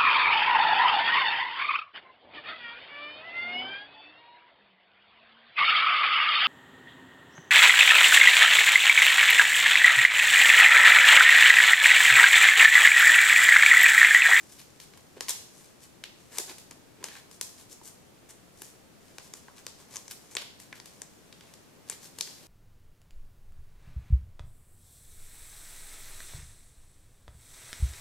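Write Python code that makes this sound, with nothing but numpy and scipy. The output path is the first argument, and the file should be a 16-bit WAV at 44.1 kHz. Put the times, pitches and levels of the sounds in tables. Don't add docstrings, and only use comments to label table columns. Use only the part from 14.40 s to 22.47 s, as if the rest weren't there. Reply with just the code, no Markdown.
import sys
import numpy as np
from scipy import signal
from scipy.fft import rfft, irfft, next_fast_len
from scipy.io import wavfile
from scipy.ndimage import uniform_filter1d

SR = 44100
rng = np.random.default_rng(int(sys.argv[2]) if len(sys.argv) > 2 else 0)


def wav_out(sig):
    wavfile.write(sys.argv[1], SR, np.round(np.clip(np.atleast_2d(sig).T, -1, 1) * 32767).astype(np.int16))


N = 355887


def gain_of(db):
    return 10 ** (np.asarray(db) / 20)


def evened(x):
    return x / np.sqrt(np.mean(x ** 2) + 1e-20)


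def read(points, hz):
    f, value = np.transpose(points)
    return np.interp(np.log(hz + 1), np.log(f + 1), value)


def add(mix, s, sound):
    start = round(s * SR)
    sound = sound[:, max(-start, 0):]
    part = mix[:, max(start, 0):][:, :sound.shape[1]]
    part += sound[:, :part.shape[1]]


def lean(db):
    return gain_of(np.array([[.5], [-.5]]) * db)


def noise_pair(apart, size):
    shared = rng.standard_normal(size)
    own = signal.lfilter([1, -.75], [1, -.2], rng.standard_normal((2, size)))
    return (shared + apart * own) / np.hypot(1, apart)


def paper(x, hz, octaves, body_db, steep=2.07, size=1024):
    # frequency in Hz, relative level in dB.
    flexing = [(100, -40), (300, -7), (440, 1), (750, -2.5), (1060, 1), (1320, -4), (1900, -0.5),
               (3500, -4.5), (8000, -13), (16000, -43)]
    f = abs(np.fft.fftfreq(size, 1 / SR))
    facet = 1 / (1 + abs(np.log2((f + 1) / hz) / octaves) ** steep)
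    body = gain_of(read(flexing, f) + body_db)
    log_gain = np.log(np.hypot(facet, body))
    response = np.fft.ifft(np.exp(np.conj(signal.hilbert(log_gain)))).real
    return signal.fftconvolve(x, response[None, :size // 2], axes=1)[:, :x.shape[1]]


def snap(hz, octaves, body_db, ring, rise=0.00022, flutter_db=-24, flutter_t60=0.057,
         wobble_db=-7, wobble_t60=0.027, wobble_hz=800, crack_db=-1, crack_s=0.00021, apart=0.45, size=2048):
    t = np.arange(size) / SR
    flip = (1 - np.exp(-t / rise)) * gain_of(-60 * t / ring)
    crack = gain_of(crack_db) * np.exp(-t / crack_s)
    flutter = gain_of(flutter_db - 60 * t / flutter_t60)
    burst = noise_pair(apart, size) * (flip + crack + flutter)
    low_noise = signal.lfilter(*signal.butter(2, wobble_hz, fs=SR), noise_pair(apart, size))
    wobble = low_noise * gain_of(wobble_db - 60 * t / wobble_t60)
    spectrum = rfft(burst + wobble)
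    spectrum /= np.sqrt(uniform_filter1d(abs(spectrum) ** 2, size=64, axis=1))
    sound = paper(irfft(spectrum)[:, :-size // 8], hz, octaves, body_db)
    return sound * np.sqrt(SR / 1000 / np.sum(sound ** 2, axis=1, keepdims=True))


def snaps(count=5):
    # start in seconds, level in dB over 1 ms ahead of the mix trims, facet pitch in Hz,
    # t60 of the flip in seconds, flexing body in dB.
    creases = [(0.4007, -37, 4100, 0.019, -9), (.536, -45.5, 4100, 0.02, 11), (0.5743, -44, 7300, 0.017, 5),
               (.7703, -43.5, 490, 0.018, -18), (0.8079, -23, 5160, 0.013, -1.5),
               (.884, -24, 3800, 0.023, -4.5), (0.8895, -26.5, 5800, 0.018, -23),
               (0.8938, -18.5, 7400, 0.011, -17), (.9066, -22, 6850, 0.0065, -17),
               (1.6383, -28.5, 2840, .014, -14), (1.984, -17.5, 6450, 0.014, -6.5),
               (2.1828, -38, 5500, 0.027, -3), (2.3104, -36, 6900, .01, -0.5),
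               (2.6278, -41.5, 1010, 0.0076, -18), (2.641, -24.5, 6300, 0.008, -5),
               (2.6849, -36, 2300, 0.026, -5), (2.7539, -42.5, 1750, 0.0084, -16),
               (2.913, -41.5, 5500, 0.015, -2), (3.012, -21, 6700, 0.014, -7),
               (3.4144, -44.5, 866, 0.0075, -28), (4.2193, -31.5, 9250, 0.012, 0),
               (4.7835, -32.5, 5440, 0.012, 4.5), (4.9377, -31.5, 6470, 0.0064, -6.5),
               (5.0825, -40.5, 1120, 0.0094, -28), (5.181, -44.5, 3200, 0.012, -11),
               (5.2658, -28.5, 5300, 0.012, -3.5), (5.5587, -31, 6550, 0.0039, -11),
               (5.568, -27.5, 6140, 0.0028, -18), (5.68, -35.5, 6140, .006, -8),
               (5.71, -37.5, 5930, 0.012, -17), (5.952, -25.5, 7300, 0.003, -9.5),
               (5.9678, -19, 3100, 0.013, -9), (6.0201, -34.5, 3630, 0.015, 0),
               (6.2, -39.5, 6900, 0.02, -2), (6.3273, -32, 1760, .008, -13.5),
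               (6.4002, -37, 4780, 0.0066, -5), (6.4577, -38.5, 5200, 0.022, -3),
               (6.6186, -29.5, 6900, 0.0057, -8), (6.9263, -40.5, 3470, 0.013, -8),
               (7.0088, -43.5, 2800, 0.017, -16), (7.1381, -41.5, 5360, 0.014, -6),
               (7.4988, -22, 7560, 0.0041, -13.5), (7.521, -40, 2200, .018, -3),
               (7.7864, -30, 5860, 0.016, -4.5), (7.8097, -18.5, 5020, 0.0098, -16),
               (7.8743, -37, 5200, 0.017, 3)]
    middling_ring_s, middling_hz = .012, 5500
    middling_octaves, widen_with_ring, widen_with_pitch = 0.77, 0.96, 0.23
    send_base_db, send_db_per_doubling = -4, 5.5
    near, spread = np.zeros((2, N)), np.zeros((count, 2, N))
    for s, db, hz, ring, body_db in creases:
        largeness = ring / middling_ring_s
        octaves = middling_octaves * largeness ** widen_with_ring * (hz / middling_hz) ** widen_with_pitch
        add(near, s, gain_of(db) * snap(hz, octaves, body_db, ring))
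        send_db = send_base_db + send_db_per_doubling * np.log2(largeness)
        send = gain_of(db + send_db) / np.sqrt(count)
        for direction in spread:
            add(direction, s, send * snap(hz, octaves, body_db, ring))
    return near, spread


def rub(speed, hz, octaves, body_db, catches_per_s=560, catch_spread_db=2.5, catch_t60=0.009,
        hiss=0.72, apart=0.49):
    size = len(speed)
    strengths = gain_of(catch_spread_db * np.minimum(rng.exponential(1, size), 4))
    catches = strengths * (rng.random(size) < catches_per_s / SR)
    grain = evened(signal.lfilter([1], [1, -gain_of(-60 / (catch_t60 * SR))], catches))
    friction = noise_pair(apart, size) * np.hypot(hiss, grain)
    return speed * evened(paper(friction, hz, octaves, body_db))


def strokes(trim_db=-0.5):
    # peak time in seconds, length in seconds, level in dB ahead of the trim,
    # pitch in Hz, flexing body in dB.
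    slides = [(0.122, 0.099, -55, 6300, -7.5), (0.202, 0.043, -49.5, 3800, -20),
              (0.427, 0.041, -52, 4300, -11), (0.903, 0.034, -36.5, 5400, -6.5),
              (1.199, 0.17, -57, 6800, -4), (1.433, .05, -54, 6200, -4), (1.966, 0.085, -44, 6670, 1.5),
              (2.1, .037, -44, 5200, 4.5), (2.656, 0.034, -44.5, 4900, 3.5), (2.759, 0.067, -49, 2110, -4),
              (2.94, 0.066, -57, 6640, -16), (3.203, .065, -53.5, 5760, -3), (3.322, 0.042, -49, 6500, -9),
              (3.469, 0.059, -48, 6900, -11), (3.904, 0.026, -49, 7400, -3), (4.243, 0.16, -56, 6600, -10),
              (4.852, 0.06, -55.5, 6000, -11), (4.964, 0.057, -53.5, 6460, -4),
              (5.182, 0.055, -55.5, 6500, 2), (5.407, .044, -56, 6000, 1.5),
              (5.556, 0.087, -48.5, 6060, -2), (5.714, 0.019, -42, 4300, -13),
              (5.925, 0.039, -52.5, 6940, -1), (6.014, 0.023, -46, 3350, 4), (6.217, 0.048, -56, 5800, -6),
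              (6.367, 0.041, -53, 2580, -13), (7.079, 0.12, -62.5, 4600, 7), (7.521, 0.073, -48, 5200, -1),
              (7.646, 0.059, -49.5, 5800, -6.5), (7.883, 0.24, -54, 4870, -20),
              (8.028, 0.18, -59, 4500, -7)]
    # peak time in seconds, length in seconds, level in dB ahead of the trim,
    # pocket pitch in Hz.
    pinches = [(0.774, 0.016, -45.5, 435), (1.995, 0.029, -44.5, 385), (2.106, 0.061, -54.5, 348),
               (2.318, 0.016, -48.5, 418), (2.638, 0.1, -54.5, 373), (2.749, .1, -59, 1800),
               (5.565, 0.041, -53, 1100)]
    bright_hz, bright_octaves, widen_when_dull, widest_octaves = 6500, 0.82, 2.1, 1.9
    pocket_width_hz, pocket_body_db = 270, -17.5
    swell_share = 0.51
    out, t = np.zeros((2, N)), np.arange(-SR // 5, SR // 5) / SR
    stretch = t / np.where(t < 0, swell_share, 1 - swell_share)
    for s, length, db, hz, body_db in slides:
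        speed = np.exp(-(stretch / length) ** 2)
        octaves = min(bright_octaves * (bright_hz / hz) ** widen_when_dull, widest_octaves)
        add(out, s + t[0], gain_of(db + trim_db) * rub(speed, hz, octaves, body_db))
    for s, length, db, hz in pinches:
        speed = np.exp(-(stretch / length) ** 2)
        octaves = np.log2(1 + pocket_width_hz / 2 / hz)
        add(out, s + t[0], gain_of(db + trim_db) * rub(speed, hz, octaves, pocket_body_db))
    return out


def grip(hz=6200, octaves=0.78, body_db=-2, tick_over_db=11, tick_ring=0.013, count=24):
    # time in seconds, level in dB.
    rustle = [(0, -57), (.07, -65.5), (1.7, -76), (1.82, -65), (2.3, -77), (4.5, -78.5), (4.68, -64.5),
              (5.3, -70.5), (5.87, -62.5), (6.1, -79), (6.55, -64.5), (6.72, -69), (6.92, -69.5),
              (7.4, -74)]
    level = gain_of(np.interp(np.arange(N) / SR, *np.transpose(rustle)))
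    out = rub(level, hz, octaves, body_db)
    for when, pitch in rng.random((count, 2)):
        at = int(when * N)
        tick_hz = hz * 2 ** (pitch - .5)
        tick = snap(tick_hz, octaves, body_db, tick_ring)
        add(out, at / SR, level[at] * gain_of(tick_over_db) * tick)
    return out


def table_and_ports(x, strength=0.32, delay_s=.00151, dull_hz=1700, right_lag_s=.000016):
    # frequency in Hz, left-over-right level in dB.
    shading = [(500, -0.5), (1100, -2), (2200, 2.5), (3600, -1), (4800, 5), (6200, 9), (8000, 3.5),
               (10500, 0.5), (13500, -3.5)]
    size = 2 * next_fast_len(N // 2 + SR // 10)
    f = np.fft.rfftfreq(size, 1 / SR)
    echo = strength * np.exp(-2j * np.pi * f * delay_s) / np.hypot(1, (f / dull_hz) ** 2)
    lag = np.exp(-2j * np.pi * f * np.array([[0], [right_lag_s]]))
    ports = lean(read(shading, f)) * lag
    return irfft(rfft(x, size) * (1 - echo) * ports)[:, :N]


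def walls(x):
    # delay in seconds, level in dB, left-over-right level in dB.
    echoes = [(.009, -30, -6), (0.0136, -19, -5), (0.0195, -30, 7)]
    out = np.zeros((2, N))
    for delay, db, side_db in echoes:
        add(out, delay, gain_of(db) * lean(side_db) * x)
    return out


def room(x, first_s=0.0025, build_s=0.0095, taps_per_s=6000, spread_db=3.0, even_out_s=0.032, size=256):
    # frequency in Hz, t60 in seconds.
    decay = [(250, 0.36), (800, 0.51), (2000, 0.51), (4500, 0.6), (8000, 0.49), (14000, 0.48)]
    # frequency in Hz, relative level in dB.
    colour = [(200, -14), (700, 6.5), (1500, 1), (3500, 2), (7000, 4.5), (11000, 1.5), (15000, 3.5)]
    t = np.arange(SR * 3 // 4) / SR
    taps = rng.standard_normal((2, len(t))) * (rng.random((2, len(t))) < taps_per_s / SR)
    boost_db = spread_db * np.minimum(rng.exponential(1, taps.shape), 4)
    taps *= gain_of(boost_db * np.exp(-t / even_out_s))
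    taps *= np.clip((t - first_s) / build_s, 0, 1)
    hz, when, bands = signal.stft(taps, SR, nperseg=size)
    bands *= gain_of(read(colour, hz)[:, None] - 60 * when / read(decay, hz)[:, None])
    tail = signal.istft(bands, SR, nperseg=size)[1]
    tail /= np.linalg.norm(tail, axis=1, keepdims=True)
    return signal.oaconvolve(x, tail, axes=1)[:, :N]


def air(level_db=-56):
    # frequency in Hz, relative density in dB per Hz.
    rush = [(20, -11), (45, -12), (80, -5), (120, -2.5), (170, -1.5), (260, -3), (400, -4.5), (600, -8),
            (1000, -13), (1500, -16), (3000, -19), (7000, -22), (12000, -27.5), (14500, -23.5)]
    # frequency in Hz, coherence from 0 to 1.
    likeness = [(50, 0.12), (130, 0.26), (300, 0.088), (1000, 0.13), (15000, 0.11)]
    # frequency in Hz, left-over-right level in dB.
    side = [(50, 1), (130, 3.5), (380, 2.5), (1200, 1), (15000, -1.2)]
    size = next_fast_len(N)
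    f = np.fft.rfftfreq(size, 1 / SR)
    a, b = rfft(rng.standard_normal((2, size)))
    same = read(likeness, f)
    pair = np.array([a, same * a + np.sqrt(1 - same ** 2) * b])
    shaped = pair * gain_of(read(rush, f)) * lean(read(side, f))
    return gain_of(level_db) * evened(irfft(shaped, size)[:, :N])


def scene(snap_db=-0.45, snap_room_db=-0.5, stroke_room_db=-3.0):
    near, spread = snaps()
    sliding = strokes() + grip()
    direct = table_and_ports(gain_of(snap_db) * near + sliding)
    snap_echo = sum(room(direction) for direction in spread)
    tail = gain_of(snap_room_db) * snap_echo + gain_of(stroke_room_db) * room(sliding)
    return direct + walls(direct) + tail + air()


def record(dry, edge_hz=16100):
    # frequency in Hz, gain in dB.
    microphone = [(100, 1), (1000, 0), (1300, 0.5), (1700, 1), (6000, 0), (12000, 2), (15000, -6),
                  (16500, -28)]
    size = 2 * next_fast_len(N // 2 + SR // 10)
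    f = np.fft.rfftfreq(size, 1 / SR)
    coloured = irfft(rfft(dry, size) * gain_of(read(microphone, f)))[:, :N]
    lowpass = signal.firwin(511, edge_hz, window=("kaiser", 9), fs=SR)
    return signal.oaconvolve(coloured, lowpass[None], "same", axes=1)


dry = scene()
out = record(dry)
wav_out(out)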